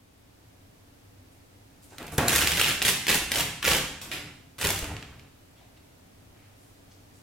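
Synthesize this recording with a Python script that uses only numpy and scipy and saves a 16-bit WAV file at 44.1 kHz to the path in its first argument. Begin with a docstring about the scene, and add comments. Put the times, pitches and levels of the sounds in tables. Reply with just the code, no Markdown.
"""Cat tearing a paper wall

A cat nudges a taut sheet of paper in a bare, echoing room, punches through and rips off a strip.
Random clicks ring with the tone of fibres, creases or the whole sheet; swelling noise makes the pops.
Fur brushes softly before and after, as swells of fine grains in one band each.
Echoes made of dying noise carry all this; shaped noise makes the steady hiss and faint hum."""
import sys
import numpy as np
from scipy import signal
from scipy.fft import rfft, irfft, next_fast_len
from scipy.io import wavfile
from scipy.ndimage import map_coordinates

SR = 44100
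rng = np.random.default_rng(int(sys.argv[2]) if len(sys.argv) > 2 else 0)


def transcribe(u):
    """Save the signal u as a 16-bit wav file named by the first command-line argument.

    u: samples, shape (n,) or (channels, n), limited to [-1, 1]; the rate is SR.
    q: integer samples, one column per channel.
    """
    v = np.clip(np.atleast_2d(u).T, -1, 1)
    q = np.round(v * 32767).astype(np.int16)
    wavfile.write(sys.argv[1], SR, q)


N = 318710  # length in samples


def amp(db):
    """Turn decibels into a gain."""
    return 10 ** (np.asarray(db) / 20)


def unit(x):
    """Scale x to an average (rms) level of 1."""
    return x / np.sqrt(np.mean(x ** 2) + 1e-20)


def along(points, hz):
    """Read a curve of (pitch_hz, value) points on a logarithmic pitch axis."""
    f, v = np.transpose(points)
    return np.interp(np.log(hz + 1), np.log(f + 1), v)


def curve(rows):
    """Turn (time_s, value) rows into one value per sample."""
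    return np.interp(np.arange(N) / SR, *np.transpose(rows))


def add(track, s, x):
    """Mix x into the track at time s, in seconds."""
    part = track[..., max(round(s * SR), 0):][..., :x.shape[-1]]
    part += x[..., :part.shape[-1]]


def filtered(x, response):
    """Multiply the spectrum of x by a response that depends on frequency."""
    n = x.shape[-1]
    padded = next_fast_len(n + 8192)  # silence at the end keeps the filter from wrapping round
    spectrum = rfft(x, padded) * response(np.fft.rfftfreq(padded, 1 / SR))
    return irfft(spectrum, padded)[..., :n]


def bump(hz, centre, width):
    """A resonance curve of height 1."""
    return 1 / (1 + (2 * (hz - centre) / width) ** 2)


def ring(spectrum, modes=(), size=8192):
    """How a material answers one click: this spectrum and these resonances, with energy 1."""
    hz = np.fft.rfftfreq(size, 1 / SR)
    level_db = along(spectrum, hz) + sum(lift_db * bump(hz, f, w) for f, w, lift_db in modes)
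    # folding the cepstrum makes the answer start at the click, not before it
    cepstrum = irfft(np.log(amp(level_db)))
    cepstrum[1:size // 2] *= 2
    cepstrum[size // 2 + 1:] = 0
    h = irfft(np.exp(rfft(cepstrum)))
    return h / np.linalg.norm(h)


def through(x, h):
    """Let x ring through the click answer h."""
    return signal.fftconvolve(x, h)[:N]


def stereo_noise(alike, n):
    """White noise whose left and right sides are alike by a given share at each frequency."""
    def turn(hz):
        return np.arccos(np.clip(along(alike, hz), -1, 1)) / 2

    def shares(hz):
        return np.array([np.cos(turn(hz)), np.sin(turn(hz))])

    mid, side = filtered(rng.standard_normal((2, n)), shares)
    return np.array([mid + side, mid - side])


def breaks(n, rate, spread_db):
    """Small breaks: clicks of uneven size at random moments, about rate a second."""
    x = np.zeros(n)
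    count = int(n * rate / SR) + 1
    moments = rng.integers(0, n, count)
    size_db = spread_db * np.clip(rng.standard_normal(count), -2, 2)
    x[moments] = rng.choice([-1, 1], count) * amp(size_db)
    return x


def swell(n, skew):
    """A soft rise and fall; skew under 1 brings the top forward."""
    return np.sin(np.pi * np.linspace(0, 1, n) ** skew) ** 2


def swells(rows, breadth, skew, rate):
    """Soft swells of dense grains in a band around each centre."""
    out = np.zeros(N)
    for s, length, db, centre_hz in rows:
        n = int(length * SR)
        clicks = breaks(n, rate, spread_db=2)
        grains = filtered(clicks, lambda hz: bump(hz, centre_hz, breadth * centre_hz))
        add(out, s, amp(db) * swell(n, skew) * unit(grains))
    return out


def burst(shape):
    """A short puff of noise guided by this envelope, nearly even in spectrum so its echo does not ring."""
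    z = rfft(shape * rng.standard_normal(len(shape)))
    even = irfft(np.exp(1j * np.angle(z)), len(shape))  # keeps the timing, levels the spectrum
    x = even * np.sqrt(shape)
    return x * np.linalg.norm(shape) / np.linalg.norm(x)


# Tone of the air hiss, only its shape counts: pitch_hz, level_db
AIR_TONE = [(12, -26.5), (20, -8), (44, -9.5), (101, -3), (127, -6.5), (146, -9.5), (228, -11.5), (277, -6),
            (310, -12.5), (472, -14.5), (698, -15.5), (1120, -21.5), (2260, -24), (14700, -33.5),
            (16000, -37)]
# Loudness of the air hiss over time: time_s, level_db
AIR_LOUDNESS = [(0, -58.5), (.3, -57.5), (.4, -56.5), (1.7, -55.5), (5.4, -55.5), (7.23, -55)]
# How alike the hiss is left and right: pitch_hz, likeness (1 = the same)
AIR_LIKENESS = [(60, 1), (180, 0.79), (550, -0.177), (1650, -0.126), (4970, -0.003), (15000, 0.35)]
# The two low hums: pitch_hz, width_hz, level_db before the hum's rise and fall
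HUM_BANDS = [(98.14, 10.7, -65.5), (281, 35, -73)]
# Rise and fall of the hum: time_s, gain_db
HUM_GAIN = [(0, -3.5), (.3, -12.5), (.4, 2), (6.8, 1.5), (7.1, 7)]


def background():
    """Steady room air and microphone hiss from shaped noise, with a fuzzy hum from narrow noise bands."""
    air = unit(filtered(stereo_noise(AIR_LIKENESS, N), lambda hz: amp(along(AIR_TONE, hz))))
    hum = np.zeros(N)
    for centre, width, db in HUM_BANDS:
        band = filtered(rng.standard_normal(N), lambda hz: bump(hz, centre, width))
        hum += amp(db) * unit(band)
    return amp(curve(AIR_LOUDNESS)) * air + amp(curve(HUM_GAIN)) * hum


# Fur brushing paper and floor: start_s, length_s, level_db before swell and room, pitch_hz of the band
FUR_BRUSHES = [(1.31, 0.101, -67, 9500), (1.82, 0.085, -54.5, 9500), (1.88, 0.1982, -58.5, 6540),
               (2.115, 0.083, -42.5, 9500), (5.554, .17, -63.5, 3000), (5.58, .15, -64.5, 645.2),
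               (5.764, 0.032, -61.5, 3000), (6.297, 0.075, -62, 642), (6.33, .3, -66, 2223),
               (6.549, 0.295, -65, 9000), (6.905, .055, -59.5, 5100), (7.129, 0.137, -63.5, 7900)]


def fur():
    """Many hairs slide over a surface: dense soft grains that swell and fade."""
    return swells(FUR_BRUSHES, breadth=1.0, skew=0.45, rate=1100)


# The sheet bending under a paw without tearing: start_s, length_s, level_db before swell and room
PAW_FLEXES = [(1.905, 0.1017, -51.5), (1.98, 0.1514, -40.5), (2.113, 0.0834, -37.5), (2.763, .08, -43.5),
              (4.008, 0.1212, -43), (4.109, .2, -47), (4.871, .17, -44), (5.021, 0.293, -54)]
# Tone of the whole sheet, only its shape counts: pitch_hz, level_db
SHEET_TONE = [(22, -37.5), (45, -2.5), (70, -4.5), (150, -6), (250, -6), (400, -3.5), (600, -6.5),
              (800, -7), (1050, -9), (1400, -8), (2200, -10.5), (4000, -20.5), (16000, -69)]
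# Resonances of the sheet: pitch_hz, width_hz, lift_db
SHEET_RESONANCES = [(74.9, 5.7, 8.5), (146.17, 11.2, 9.5), (294.7, 16.6, 6.5), (431.3, 29, 2),
                    (795, 72, 2.5)]
# Tone of fine fibres, only its shape counts: pitch_hz, level_db
FIBRE_TONE = [(300, -21), (2000, 0), (4500, -1.5), (8000, -0.5), (13000, -1.5), (16000, -7.5)]


def flexes(fibre_db=-14):
    """Small buckles rumble through the bending sheet; fibres creak, fibre_db against its body."""
    buckles = np.zeros(N)
    for s, length, db in PAW_FLEXES:
        n = int(length * SR)
        clicks = unit(breaks(n, rate=700, spread_db=5))
        add(buckles, s, amp(db) * swell(n, skew=0.529) * clicks)
    body = ring(SHEET_TONE, SHEET_RESONANCES)
    return through(buckles, body + amp(fibre_db) * ring(FIBRE_TONE))


# Pulls that tear the paper: start_s, end_s, force_db,
# fibre_db (fine fibres over the force), sheet_db (sheet over the force)
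TEARING_PULLS = [(2.281, 2.425, -28.5, 3.5, 1), (2.431, 2.566, -33, 0.5, -4.5),
                 (2.571, 2.718, -27, -2, -7.5), (2.849, 2.893, -26, 2.5, -6.5),
                 (3.085, 3.159, -27.5, 1, -3), (3.32, 3.353, -32.5, -2.5, -3.5),
                 (3.358, 3.408, -27.5, 1.5, -2), (3.645, 3.757, -25, 0, -3), (4.119, 4.135, -37.5, -1.5, 2),
                 (4.604, 4.68, -30.5, 0.5, -1.5), (4.691, 4.785, -42.5, 4, 4.5)]
SAG_DB_PER_S = 6  # a pull eases off at this speed
CATCH_S, CATCH_SCATTER = .017, .35  # mean time between creases met, and its scatter (share of that time)
# each crease met: snap over the force, spray over the fibres, scatter of its size
CATCH_DB, CATCH_SPRAY_DB, CATCH_SPREAD_DB = 6.5, -1.5, 2


def catches():
    """A running tear meets creases at uneven intervals; a harder pull snaps them louder. Rows as PAPER_SNAPS."""
    rows = []
    for start, end, force_db, fibre_db, _ in TEARING_PULLS:
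        scatter = np.clip(rng.standard_normal(size=(40, 2)), -2, 2)
        for k, (shift, size) in enumerate(scatter):
            age = CATCH_S * max(k + .5 + CATCH_SCATTER * shift, 0)  # seconds since the pull began
            db = force_db - SAG_DB_PER_S * age + CATCH_SPREAD_DB * size
            if age < end - start:
                rows.append((start + age, db + CATCH_DB, db + fibre_db + CATCH_SPRAY_DB))
    return rows


# Single snaps, flap slaps and faint ticks, loud to very soft, levels before the gains in snaps():
# start_s, crease_db, fibre_db
PAPER_SNAPS = [(1.983, -37, -39), (2.028, -43, -43), (2.0673, -56.5, -39.5), (2.0799, -40, -44.5),
               (2.2823, -24.5, -16), (2.3596, -39.5, -15), (2.4162, -20, -32), (2.473, -16, -19),
               (2.5185, -20.5, -24), (2.597, -17.5, -27.5), (2.6136, -16.5, -20), (2.8185, -17, -30),
               (2.824, -20.5, -19), (2.8507, -18.5, -26.5), (2.8676, -18, -33.5), (2.8829, -18.5, -25),
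               (3.068, -21, -27), (3.0819, -18.5, -21.5), (3.0924, -16, -25.5), (3.1158, -19, -23),
               (3.3178, -20, -21), (3.4077, -23, -36.5), (3.6288, -25.5, -38.5), (3.6511, -16.5, -28),
               (4.015, -27.5, -27.5), (4.1155, -19.5, -27), (4.583, -40.5, -42), (4.67, -26, -19.5),
               (4.704, -35, -20), (4.79, -35.5, -29), (4.843, -32, -36), (4.9666, -34, -52),
               (5.0265, -35.5, -51.5), (5.1958, -46.5, -58.5), (5.775, -58, -62)]
# Tone of a buckling crease, only its shape counts: pitch_hz, level_db
CREASE_TONE = [(200, -27.5), (900, -10.5), (1600, -1), (2700, 1), (3800, -3), (5200, -7), (7000, -13),
               (16000, -36)]
# Resonance of a buckling crease: pitch_hz, width_hz, lift_db
CREASE_RESONANCES = [(2570, 1540, 1.5)]


def snaps(crease_db=21.0, spray_db=4, spray_t60=.02, body_db=11):
    """Paper snaps, slaps or ticks in one sharp pulse, with a short spray of fibre noise right after it."""
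    pulses, spray = np.zeros((2, N))
    t = np.arange(SR // 50) / SR
    for s, db, fibre_db in PAPER_SNAPS + catches():
        add(pulses, s, np.array([amp(db) * rng.choice([-1, 1])]))
        add(spray, s, burst(amp(fibre_db + spray_db - 60 * t / spray_t60)))
    crease = amp(crease_db) * ring(CREASE_TONE, CREASE_RESONANCES)
    body = amp(body_db) * ring(SHEET_TONE, SHEET_RESONANCES)
    return through(pulses, crease + body) + through(spray, ring(FIBRE_TONE))


# The slack sheet swaying: start_s, length_s, level_db before swell and room, pitch_hz of the band
SHEET_SWAYS = [(2.118, 0.071, -39.5, 110.3), (2.185, .1, -30, 135), (4.015, .1, -43.5, 179.2),
               (4.11, 0.44, -56, 130), (4.6, 0.2006, -39, 105.3), (4.85, .16, -40.5, 110.7),
               (5.02, 0.346, -57.5, 108.5)]


def sways():
    """The slack sheet sways: dense grains in a low band that swell and fade."""
    return swells(SHEET_SWAYS, breadth=0.98, skew=0.537, rate=1500)


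# The whole sheet jerking: start_s, push_db, pitch_hz of the swing,
# drum_db and crack_db (both before sheet, fibres and room)
SHEET_POPS = [(2.182, -13.5, 127, -19, -16), (4.824, -26, 54.03, -33.5, -51.5)]


def pops(drum_t60=0.329, crack_t60=0.0153, lead=0.0038, soft_hz=4500):
    """The taut sheet lets go: a quickly swelling crack, then a dull drumming."""
    drum, crack = np.zeros((2, N))
    t = np.arange(SR // 2) / SR
    for s, _, _, drum_db, crack_db in SHEET_POPS:
        add(drum, s, amp(drum_db - 60 * t / drum_t60) * rng.standard_normal(len(t)))
        # the crack peaks at s, after rising for lead seconds
        add(crack, s - lead, burst(amp(crack_db - 60 * np.abs(t - lead) / crack_t60)))
    drumming = through(drum, ring(SHEET_TONE, SHEET_RESONANCES))
    dull = filtered(drumming, lambda hz: 1 / (1 + 1j * hz / soft_hz))
    return dull + through(crack, ring(FIBRE_TONE))


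def pushes(cycles=1.385):
    """The jerking sheet swings a little over once and shoves the air right in front of it."""
    out = np.zeros(N)
    for s, db, swing_hz, _, _ in SHEET_POPS:
        t = np.arange(int(cycles / swing_hz * SR)) / SR
        swing = np.sin(2 * np.pi * swing_hz * t)
        add(out, s, amp(db) * swell(len(t), skew=0.57) * swing)
    return out


def slips(n, rate, depth_db):
    """The tear sticks and runs: a smooth random gain with rate knots a second."""
    knots = np.clip(rng.standard_normal(int(n * rate / SR) + 4), -2, 2)
    return amp(depth_db * map_coordinates(knots, [np.arange(n) * rate / SR]))


# Tone of coarse fibre bundles, only its shape counts: pitch_hz, level_db
BUNDLE_TONE = [(100, -28), (700, -16), (1100, -8), (1600, 1.5), (2100, -8), (2700, 2.5), (3400, 1),
               (4600, -12.5), (8000, -16.5), (16000, -44)]
ATTACK_S, RELEASE_T60 = 0.00383, .1  # a pull bites this fast; it dies by 60 dB in this many seconds
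GRIP_S, GRIP_DB = .022, -9.5  # first fibres part this long before the tear runs, this much softer


def rips():
    """Each pull breaks coarse bundles and fine fibres in clumps; the same clumps shake the sheet."""
    coarse, fine, shake = np.zeros((3, N))
    for start, end, force_db, fibre_db, sheet_db in TEARING_PULLS:
        first = start - GRIP_S
        n = round((end - first + RELEASE_T60) * SR)
        t = first + np.arange(n) / SR
        bite_db = GRIP_DB * np.clip((start - t) / ATTACK_S, 0, 1)
        sag_db = -SAG_DB_PER_S * (t - start)
        release_db = -60 * np.maximum(t - end, 0) / RELEASE_T60
        fade_in = np.minimum((t - first) / ATTACK_S, 1)
        effort = fade_in * amp(force_db + bite_db + sag_db + release_db)
        run = slips(n, rate=259, depth_db=4.5) * slips(n, rate=70.1, depth_db=2.5)
        add(coarse, first, effort * unit(run * breaks(n, rate=650, spread_db=4.5)))
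        add(fine, first, effort * amp(fibre_db) * unit(run * breaks(n, rate=3500, spread_db=2.5)))
        add(shake, first, effort * amp(sheet_db) * unit(run * breaks(n, rate=1500, spread_db=3.0)))
    bundles = amp(-5.0) * through(coarse, ring(BUNDLE_TONE))
    fibres = through(fine, ring(FIBRE_TONE))
    sheet = amp(-1.0) * through(shake, ring(SHEET_TONE, SHEET_RESONANCES))
    return bundles + fibres + sheet


def random_lag(spread=0.9):
    """A small random left-right lag, drawn anew for each stretch, which widens the treble."""
    lag = spread * rng.choice([-1, 1]) / 2
    return np.sinc(np.arange(-6, 7) + np.array([[lag], [-lag]]))  # a delay of part of a sample


# How alike the echo is left and right: pitch_hz, likeness (1 = the same)
ECHO_LIKENESS = [(100, 1), (300, 1), (700, 0.834), (2000, 0.543), (4000, 0.289), (12000, 0.093)]


def echo(t60, delay, seconds):
    """A stereo echo of energy 1 per channel on average; each frequency dies at its own speed."""
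    n = int(seconds * SR)
    hz, t, z = signal.stft(stereo_noise(ECHO_LIKENESS, n), SR, nperseg=256)
    decay = amp(-60 * t / along(t60, hz)[:, None])
    tail = signal.istft(z * decay, SR, nperseg=256)[1][:, :n]
    tail = np.pad(tail, ((0, 0), (int(delay * SR), 0)))
    return tail / np.sqrt(np.sum(tail ** 2) / 2)


def bounced(x, response, count):
    """Give each of count stretches of x a new stereo response, because the tear keeps moving."""
    out = np.zeros((2, N))
    for part in np.array_split(np.arange(N), count):
        if np.max(np.abs(x[part])) > 1e-5:  # skip silence
            add(out, part[0] / SR, signal.fftconvolve(x[None, part], response(), axes=1))
    return out


# Strength of the straight path and nearby scatter: time_s, gain_db
CLOSE_GAIN = [(3.9, -4), (4.0, -13), (4.4, -14), (4.6, -3.5), (4.95, -3.5)]
# Time in which the wall echo dies by 60 dB: pitch_hz, time_s
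WALL_DECAY = [(60, 0.977), (160, 1), (420, 0.522), (1100, 0.695), (2900, 0.671), (7700, 0.643),
              (15000, 0.3595)]


def room(x, near_db=-3.0, near_t60=0.0144, tail_db=-3.0):
    """Straight path, scatter off the sheet and floor close by, and the bare walls."""
    close = x * amp(curve(CLOSE_GAIN))
    straight = bounced(close, random_lag, count=360)
    near = bounced(close, lambda: echo([(1000, near_t60)], delay=.0005, seconds=1 / 30), count=360)
    walls = bounced(x, lambda: echo(WALL_DECAY, delay=.002, seconds=3 / 4), count=80)
    return straight + amp(near_db) * near + amp(tail_db) * walls


def scene():
    """Paper and fur in the room, with the air pushes and the background."""
    paper = room(rips() + snaps() + pops() + flexes() + sways() + fur())

    # the tear lies a little to the right, which only the treble shows: pitch_hz, right over left in dB
    def lean(hz):
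        return along([(700, 0), (1300, 1.14), (2400, 2.0), (4400, -0.34), (12000, 1.33)], hz)

    placed = filtered(paper, lambda hz: amp(np.array([-lean(hz), lean(hz)]) / 2))
    return placed + pushes() + background()


def record(dry, top_hz=16200):
    """Keep nothing at or above the band limit."""
    return filtered(dry, lambda hz: hz < top_hz)


dry = scene()
out = record(dry)
transcribe(out)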